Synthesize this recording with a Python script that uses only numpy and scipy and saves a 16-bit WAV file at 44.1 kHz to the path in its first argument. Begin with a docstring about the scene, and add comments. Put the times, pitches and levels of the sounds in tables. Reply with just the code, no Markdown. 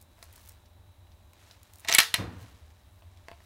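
"""A shotgun action worked in a wooden indoor range, over uneven ventilation rumble, hiss, faint hums and rustling
clothes. First come small ticks (snaps of band noise) and knocks of hands and shell (noise, pitch, ping, hollow ring).
From 1.85 s a run of steel clacks: chattering contact rings receiver, stock and a bright part; a last latch
ends it at 2.14 s. Then a low thud (resonant noise) with swinging boards (decaying sines), and a few last knocks.
Echoes and a decaying tail answer ticks, knocks and clacks."""
import sys
import numpy as np
from scipy import signal
from scipy.fft import rfft, irfft
from scipy.io import wavfile
from scipy.ndimage import uniform_filter1d

SR = 44100
rng = np.random.default_rng(int(sys.argv[2]) if len(sys.argv) > 2 else 0)


def pcm_store(signal):
    """Save signal as 16-bit PCM."""
    levels = np.round(np.clip(np.atleast_2d(signal), -1, 1) * 32767)
    wavfile.write(sys.argv[1], SR, levels.astype(np.int16).T)


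N = 152145


def amp(db):
    """Decibels to amplitude."""
    return 10 ** (np.asarray(db) / 20)


def evened(x):
    """Scale to unit rms."""
    return x / np.sqrt(np.mean(x ** 2) + 1e-20)


def peaked(x):
    """Scale to unit peak."""
    return x / np.max(abs(x))


def read(points, hz):
    """Interpolate a (frequency, value) table over log frequency."""
    f, value = np.transpose(points)
    return np.interp(np.log(hz + 1), np.log(f + 1), value)


def curve(table, column):
    """Interpolate one column of a time table over the whole scene."""
    rows = np.array(table)
    return np.interp(np.arange(N) / SR, rows[:, 0], rows[:, column])


def add(mix, start_s, sound):
    """Mix a sound in at its start time, cut at the end of the scene."""
    part = mix[round(start_s * SR):][:len(sound)]
    part += sound[:len(part)]


def band(x, lo_hz, hi_hz, order=2):
    """Butterworth bandpass."""
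    edges = np.clip([lo_hz, hi_hz], 20, .49 * SR)
    return signal.sosfilt(signal.butter(order, edges, "bandpass", fs=SR, output="sos"), x)


def resonate(x, hz, width_hz):
    """Two-pole resonator."""
    r = np.exp(-np.pi * width_hz / SR)
    return signal.lfilter([1 - r], [1, -2 * r * np.cos(2 * np.pi * hz / SR), r * r], x)


def chatter_noise(shape, count=4):
    """Noise under an envelope, spectrum evened out so that no pitch stands out."""
    x = rng.standard_normal(len(shape)) * shape
    for _ in range(count):
        flat = irfft(np.exp(1j * np.angle(rfft(x))), len(x))
        x = np.sign(flat) * shape
    return x


def burst(t60_s, size=4000):
    """Noise that starts at once and dies: the rattle of a contact."""
    t = np.arange(size) / SR
    return chatter_noise(amp(-60 * t / max(t60_s, .002)))


def ring(modes, drive):
    """A drive signal shakes a set of dying sine modes; unit peak."""
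    t = np.arange(len(drive)) / SR
    tone = sum(amp(db - 60 * t / t60_s) * np.sin(2 * np.pi * hz * t) for hz, db, t60_s in modes)
    return peaked(signal.fftconvolve(drive, tone)[:len(drive)])


# room bed spectrum, relative: [f/Hz, density/dB per Hz]
BED_SPECTRUM = [(12, -53.5), (20, -10.5), (27, -22.5), (91, 0.5), (107, -14), (123, -22), (216, -25),
                (434, -32), (590, -30), (923, -28.5), (1290, -36), (2990, -41.5), (3840, -38),
                (4300, -48.5), (16000, -47.5)]
# low rumble, randomly uneven: [t/s, rms level/dB]
RUMBLE = [(0.0, -59), (1.13, -54.5), (1.41, -62), (1.53, -57.5), (2.2, -62), (2.36, -65), (2.55, -56.5),
          (3.07, -57), (3.34, -56.5), (3.45, -60)]
# steady hums: [f/Hz, peak level/dB]
HUMS = [(599, -75), (350, -80), (3900, -78)]
# narrow noise whine, one row: [f/Hz, width/Hz, rms level/dB]
WHINE = (3950, 220, -80)
BED_RMS_DB, RUMBLE_EDGE_HZ = -55, 130  # bed level before its low share is relevelled


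def air():
    """Low ventilation rumble, randomly uneven in level, steady hiss, hums and a whine: noise, sines, a resonance."""
    hz = np.fft.rfftfreq(N, 1 / SR)
    t = np.arange(N) / SR
    noise = rng.standard_normal(N)
    coloured = irfft(rfft(noise) * amp(read(BED_SPECTRUM, hz)), N)
    bed = amp(BED_RMS_DB) * rfft(evened(coloured))
    low_share = 1 / (1 + (hz / RUMBLE_EDGE_HZ) ** 6)
    rumble = evened(irfft(bed * low_share, N)) * amp(curve(RUMBLE, 1))
    hiss = irfft(bed * (1 - low_share), N)
    hums = sum(amp(db) * np.sin(2 * np.pi * f * t) for f, db in HUMS)
    whine_hz, width_hz, whine_db = WHINE
    whine = amp(whine_db) * evened(resonate(noise[::-1], whine_hz, width_hz))
    return hiss + rumble + hums + whine


# cloth and hands: [t/s, mids rms level/dB, treble rms level/dB]
RUSTLE = [(0, -72, -71), (.05, -80, -82), (.2, -67.5, -69), (.3, -65, -75), (.37, -62.5, -63.5),
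          (.44, -66, -63), (.5, -64, -67), (.56, -68.5, -77), (.7, -81, -78), (1.3, -76.5, -77.5),
          (1.4, -63, -86), (1.5, -61.5, -74), (1.53, -63.5, -65), (1.56, -66, -92), (1.75, -68, -66),
          (1.85, -60.5, -76.5), (2.2, -70.5, -84.5), (2.39, -62, -74), (2.425, -59.5, -58),
          (2.46, -60, -95), (2.6, -67, -86), (2.95, -74.5, -73), (3.3, -68, -99), (3.45, -67, -71)]
GRAINS_PER_S = 2200


def rustle():
    """Cloth and hands: noise roughened by dense small grains, mids and treble levelled apart."""
    grains = (rng.random(N) < GRAINS_PER_S / SR).astype(float)
    density = evened(uniform_filter1d(grains, 30))
    rough = rng.standard_normal(N) * (.5 + density)
    mids = evened(band(rough, 470, 3900, order=1)) * amp(curve(RUSTLE, 1))
    treble = evened(band(rough, 3600, 21000, order=1)) * amp(curve(RUSTLE, 2))
    return mids + treble


# thin bright ticks: [t/s, peak level/dB, centre f/Hz, t60/s]
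TICKS = [(0.0134, -42, 13000, 0.012), (0.0174, -48.5, 7500, 0.013), (0.0248, -42, 12900, 0.012),
         (0.2404, -40, 14200, 0.01), (0.2544, -48, 5000, 0.009), (0.3277, -41.5, 14800, 0.009),
         (0.3357, -45, 12700, 0.011), (0.3578, -45, 8000, 0.014), (0.3616, -41.5, 6840, 0.009),
         (0.435, -51, 11400, 0.009), (0.46, -44, 10800, 0.009), (0.4754, -39, 12900, 0.009),
         (0.4888, -36, 13400, 0.009), (0.4931, -33.5, 11660, 0.009), (0.5203, -46.5, 13400, 0.012),
         (0.5374, -60, 7300, 0.009), (1.3336, -47, 7300, 0.01), (1.6314, -41, 9270, 0.0098),
         (1.736, -39, 6380, 0.009), (1.7576, -39, 12690, 0.009), (1.7852, -40.5, 13690, 0.009),
         (1.7968, -39, 13380, 0.0097), (1.8034, -41, 13130, 0.009), (1.8094, -49.5, 13700, 0.009),
         (1.8469, -43, 7530, 0.011), (2.033, -20.5, 4500, 0.012), (2.4962, -57, 6100, 0.009),
         (3.4394, -57, 8210, 0.009)]
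TICK_BAND_RATIO = 2.1  # centre to either band edge


def tick(db, hz, t60_s):
    """A tiny bright snap: one band of a dying noise burst."""
    snap = band(burst(t60_s, size=1500), hz / TICK_BAND_RATIO, hz * TICK_BAND_RATIO)
    return amp(db) * peaked(snap)


# early tail decay: [f/Hz, t60/s]
ROOM_DECAY = [(150, 0.39), (700, .3), (2000, 0.21), (4000, 0.26), (8000, .27), (15000, 0.27)]
# tail colour, relative: [f/Hz, level/dB]
ROOM_COLOUR = [(150, -14), (500, -12.5), (1200, -1), (2000, -3), (4500, -1), (8000, -2.5), (15000, -7)]
# single echoes, before their bandpass: [delay/s, level/dB]
ECHOES = [(.0092, -10), (0.019, -13)]
TAIL_DB = -10  # energy of the whole tail
LATE_DB, LATE_T60_S, LATE_HZ = -29, 1.2, 4000  # long tail: level re early tail, decay, treble edge


def room(x):
    """A few single echoes, then sparse taps that die band by band, with a faint long tail."""
    taps = np.zeros(SR)
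    at = np.arange(200, SR - 20, 12)
    taps[at + rng.integers(0, 12, len(at))] = rng.choice([-1., 1.], len(at))
    hz, t, spectra = signal.stft(taps, SR, nperseg=256)
    early = amp(-60 * t / read(ROOM_DECAY, hz)[:, None])
    late = amp(LATE_DB - 60 * t / LATE_T60_S) / (1 + (hz[:, None] / LATE_HZ) ** 4)
    colour = amp(read(ROOM_COLOUR, hz))[:, None]
    tail = signal.istft(spectra * (early + late) * colour, SR, nperseg=256)[1]
    tail = amp(TAIL_DB) * tail / np.linalg.norm(tail)
    echoes = np.zeros(len(tail))
    for delay_s, db in ECHOES:
        echoes[round(delay_s * SR)] = amp(db)
    return signal.fftconvolve(x, tail + band(echoes, 300, 5000, order=1))[:N]


# knocks of shell and fingers: [t/s, peak level/dB, pitch f/Hz, treble/dB, hollow ring/dB, noise t60/s]
KNOCKS = [(0.183, -51.5, 1990, -16, 11, 0.032), (0.227, -35, 1850, 3.5, -5, 0.027),
          (0.378, -45.5, 1710, 4, -1.5, 0.044), (0.657, -53.5, 3900, -5, -7, 0.048),
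          (1.07, -56, 2730, -15, -2, 0.024), (1.118, -53.5, 3900, -17, -12, 0.051),
          (1.333, -48, 2160, -13, -4, 0.014), (1.511, -40.5, 3950, -13, -12, 0.031),
          (3.022, -45, 2622, -12, 6.5, 0.03), (3.173, -52.5, 3473, -0.5, -2, 0.026),
          (3.2843, -30.5, 2120, -6, -2, 0.012), (3.315, -34, 2100, -7.5, 4.5, 0.017),
          (3.331, -45, 2157, -10, 0, 0.019), (3.404, -46.5, 1840, -12, 4.5, 0.019)]
# hollow stock modes, relative, shared with the clacks: [f/Hz, level/dB, t60/s]
HOLLOW = [(686, -1.5, 0.08), (903, -2.5, 0.03), (1030, 1.5, 0.026), (497, -16.5, 0.071)]
KNOCK_BAND_RATIO, PING_HZ = 1.5, 4500


def knock(db, hz, treble_db, hollow_db, t60_s):
    """A short blow with its own pitch, a brass ping and a hollow ring."""
    rattle, blow = burst(t60_s), burst(.004)
    ping = ring([(PING_HZ, 0, .006)], blow) + 0.75 * peaked(band(rattle, 2500, 11000))
    pitch = 0.65 * ring([(hz, 0, t60_s / 2)], blow)
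    body = peaked(band(rattle, hz / KNOCK_BAND_RATIO, hz * KNOCK_BAND_RATIO))
    hollow = amp(hollow_db) * ring(HOLLOW, blow)
    return amp(db) * peaked(pitch + body + amp(treble_db) * ping + hollow)


# steel on steel: [t/s, peak level before filter and limiter/dB, receiver ring/dB, treble/dB, bass/dB
# (also the hollow ring), bright ring f/Hz, bright ring/dB, chatter/s]
CLACKS = [(1.848, -31, 6, -15.5, -0.5, 11500, -18, 0.0043),
          (1.874, -30.5, -5.5, -32.5, -12.5, 4200, -10.5, 0.012),
          (1.8848, -14, -0.5, -13.5, -15, 6960, -6.5, .002),
          (1.889, -16.5, -4.5, -13, -10, 4550, -16, 0.00089),
          (1.893, -16, 1, -16.5, -16, 5260, -9.5, 0.0027), (1.8968, -15, -4, -13, -7, 7530, -6, 0.001),
          (1.9093, -21, -5, -16.5, -16.5, 7440, -9.5, 0.003), (1.9158, -15, -2, -18, -19, 7600, -6, 0.0028),
          (1.9246, -8.5, -6.5, -10.5, -20.5, 6180, -4.5, 0.0018),
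          (1.9375, -10, -7, 0.5, -17, 5570, -1.5, 0.0017),
          (1.9441, -14.5, -6.5, -10, -24.5, 14670, -6.5, 0.0026),
          (1.9483, -3, -5.5, -2.5, -30, 10400, 2.5, .001), (1.9486, -4, -7.5, -1.5, -30, 7820, 1, .001),
          (1.9495, -13, -5.5, -20.5, -21.5, 2240, 7, 0.0046), (1.984, 2, -3.5, -5.5, -21, 8020, -7.5, .004),
          (1.990, -2, -5, -13.5, -23, 10810, -15, 0.0021),
          (2.002, -5, -9.5, -13.5, -24, 11600, -8.5, 0.0013),
          (2.1407, -8, -2, -44, -16.5, 4130, -2, 0.00034), (2.1424, -7.5, -4, -4, -18.5, 10360, -4, .001)]
# receiver modes, relative: [f/Hz, level/dB, t60/s]
STEEL = [(458, -30.5, .5), (1297, -2, 0.057), (1930, 16.5, 0.015), (2194, 6, 0.044), (2430, 5, 0.022),
         (2790, 4, 0.029), (3140, -10, 0.071), (3704, 5.5, .03), (4106, -3, 0.09), (5500, -18, 0.031)]
CRACK_HZ, TREBLE_HZ, BASS_HZ = (1276, 5870), (5000, 13000), (650, 1447)
RISE_S, RELEASE_T60_S = .0004, 0.01
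BRIGHT_T60_S, BRIGHT_SLOPE = .0035, 1.4  # t60 at 10 kHz; lower parts ring longer
RING_SEND_DB = -4


def clack(db, steel_db, treble_db, bass_db, ring_hz, ring_db, chatter_s):
    """Chattering contact cracks and rings receiver, hollow stock and one bright part; returns (direct, room send).
    The room gets the broad crack as one smooth click, less of the rings and none of the bright part."""
    t = np.arange(8000) / SR
    rise = np.minimum(t / RISE_S, 1)
    drive = chatter_noise(rise * amp(-60 * np.maximum(t - chatter_s, 0) / RELEASE_T60_S))
    steel = sum(amp(mode_db - 60 * t / t60_s) * np.sin(2 * np.pi * (hz * t + rng.random()))
                for hz, mode_db, t60_s in STEEL)
    rings = amp(steel_db) * peaked(steel * rise) + amp(bass_db) * ring(HOLLOW, drive)
    bright_t60_s = BRIGHT_T60_S * (10000 / ring_hz) ** BRIGHT_SLOPE
    bright = amp(ring_db) * ring([(ring_hz, 0, bright_t60_s)], drive)
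    impulse = 1. * (t == 0)
    crack, click = np.zeros(len(t)), np.zeros(len(t))
    for level_db, edges_hz in ((0, CRACK_HZ), (treble_db, TREBLE_HZ), (bass_db, BASS_HZ)):
        part = amp(level_db) * peaked(band(drive, *edges_hz))
        smooth = band(impulse, *edges_hz)
        crack += part
        click += smooth * np.linalg.norm(part) / np.linalg.norm(smooth)  # same energy per band
    direct = crack + rings + bright
    gain = amp(db) / np.max(abs(direct))
    return gain * direct, gain * (click + amp(RING_SEND_DB) * rings)


# rumble of floor and bench: [t/s, level/dB]
THUD = [(2.17, -47), (2.188, -32.5), (2.308, -45.5), (2.314, -45), (2.416, -54.5), (2.44, -53),
        (2.462, -61), (2.6, -60)]
# broad resonances, relative: [f/Hz, width/Hz, level/dB]
THUD_MODES = [(101, 72, 0.5), (189.3, 30, -8.5), (289, 52, -5.5), (485, 59, -14), (810, 1100, -7),
              (1460, 1800, -16.5)]


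def thud():
    """A low wooden rumble: floor and bench boom in a few broad resonances of noise."""
    noise = rng.standard_normal(N)
    boom = sum(amp(db) * evened(resonate(noise, hz, width_hz)) for hz, width_hz, db in THUD_MODES)
    t = np.arange(N) / SR
    fade_in = np.clip((t - THUD[0][0]) / 0.015, 0, 1)
    fade_out = np.clip((THUD[-1][0] + 0.092 - t) / 0.22, 0, 1)
    return evened(band(boom, 110.0, 6000)) * amp(curve(THUD, 1)) * fade_in * fade_out


# low bumps: [t/s, level before the soft onset/dB, f/Hz, t60/s]
BUMPS = [(2.184, -28.5, 101, 0.27), (2.205, -37, 93, 0.39), (2.249, -27, 73, 0.12), (2.36, -31.5, 86, 0.15),
         (2.411, -36, 108.5, 0.22)]


def bump(db, hz, t60_s):
    """A soft low swing of the boards: a decaying sine with a one-cycle onset."""
    t = np.arange(SR // 2) / SR
    onset = 1 - np.exp(-t * hz)
    return amp(db - 60 * t / t60_s) * np.sin(2 * np.pi * hz * t) * onset


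HANDS_SEND_DB = -4  # ticks and knocks into the room


def scene():
    """Sum the direct hits, their room, the lows, cloth and air."""
    hits, lows = np.zeros(N), thud()
    for table, sound in ((TICKS, tick), (KNOCKS, knock)):
        for start_s, *settings in table:
            add(hits, start_s, sound(*settings))
    to_room = hits * amp(HANDS_SEND_DB)
    for start_s, *settings in CLACKS:
        direct, send = clack(*settings)
        add(hits, start_s, band(direct, 100, SR / 2, order=1))
        add(to_room, start_s, send)
    for start_s, *settings in BUMPS:
        add(lows, start_s, bump(*settings))
    return (hits + room(to_room) + lows + rustle() + air())[None]


LIMIT, EDGE_HZ = .56, 15900  # soft clip ceiling (full scale 1), lowpass edge


def record(dry):
    """Tanh soft clipping of the loudest peaks, then a linear-phase lowpass."""
    soft = LIMIT * np.tanh(dry / LIMIT)
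    lowpass = signal.firwin(301, EDGE_HZ, window=("kaiser", 7), fs=SR)
    return signal.oaconvolve(soft, lowpass[None], "same")


dry = scene()
out = record(dry)
pcm_store(out)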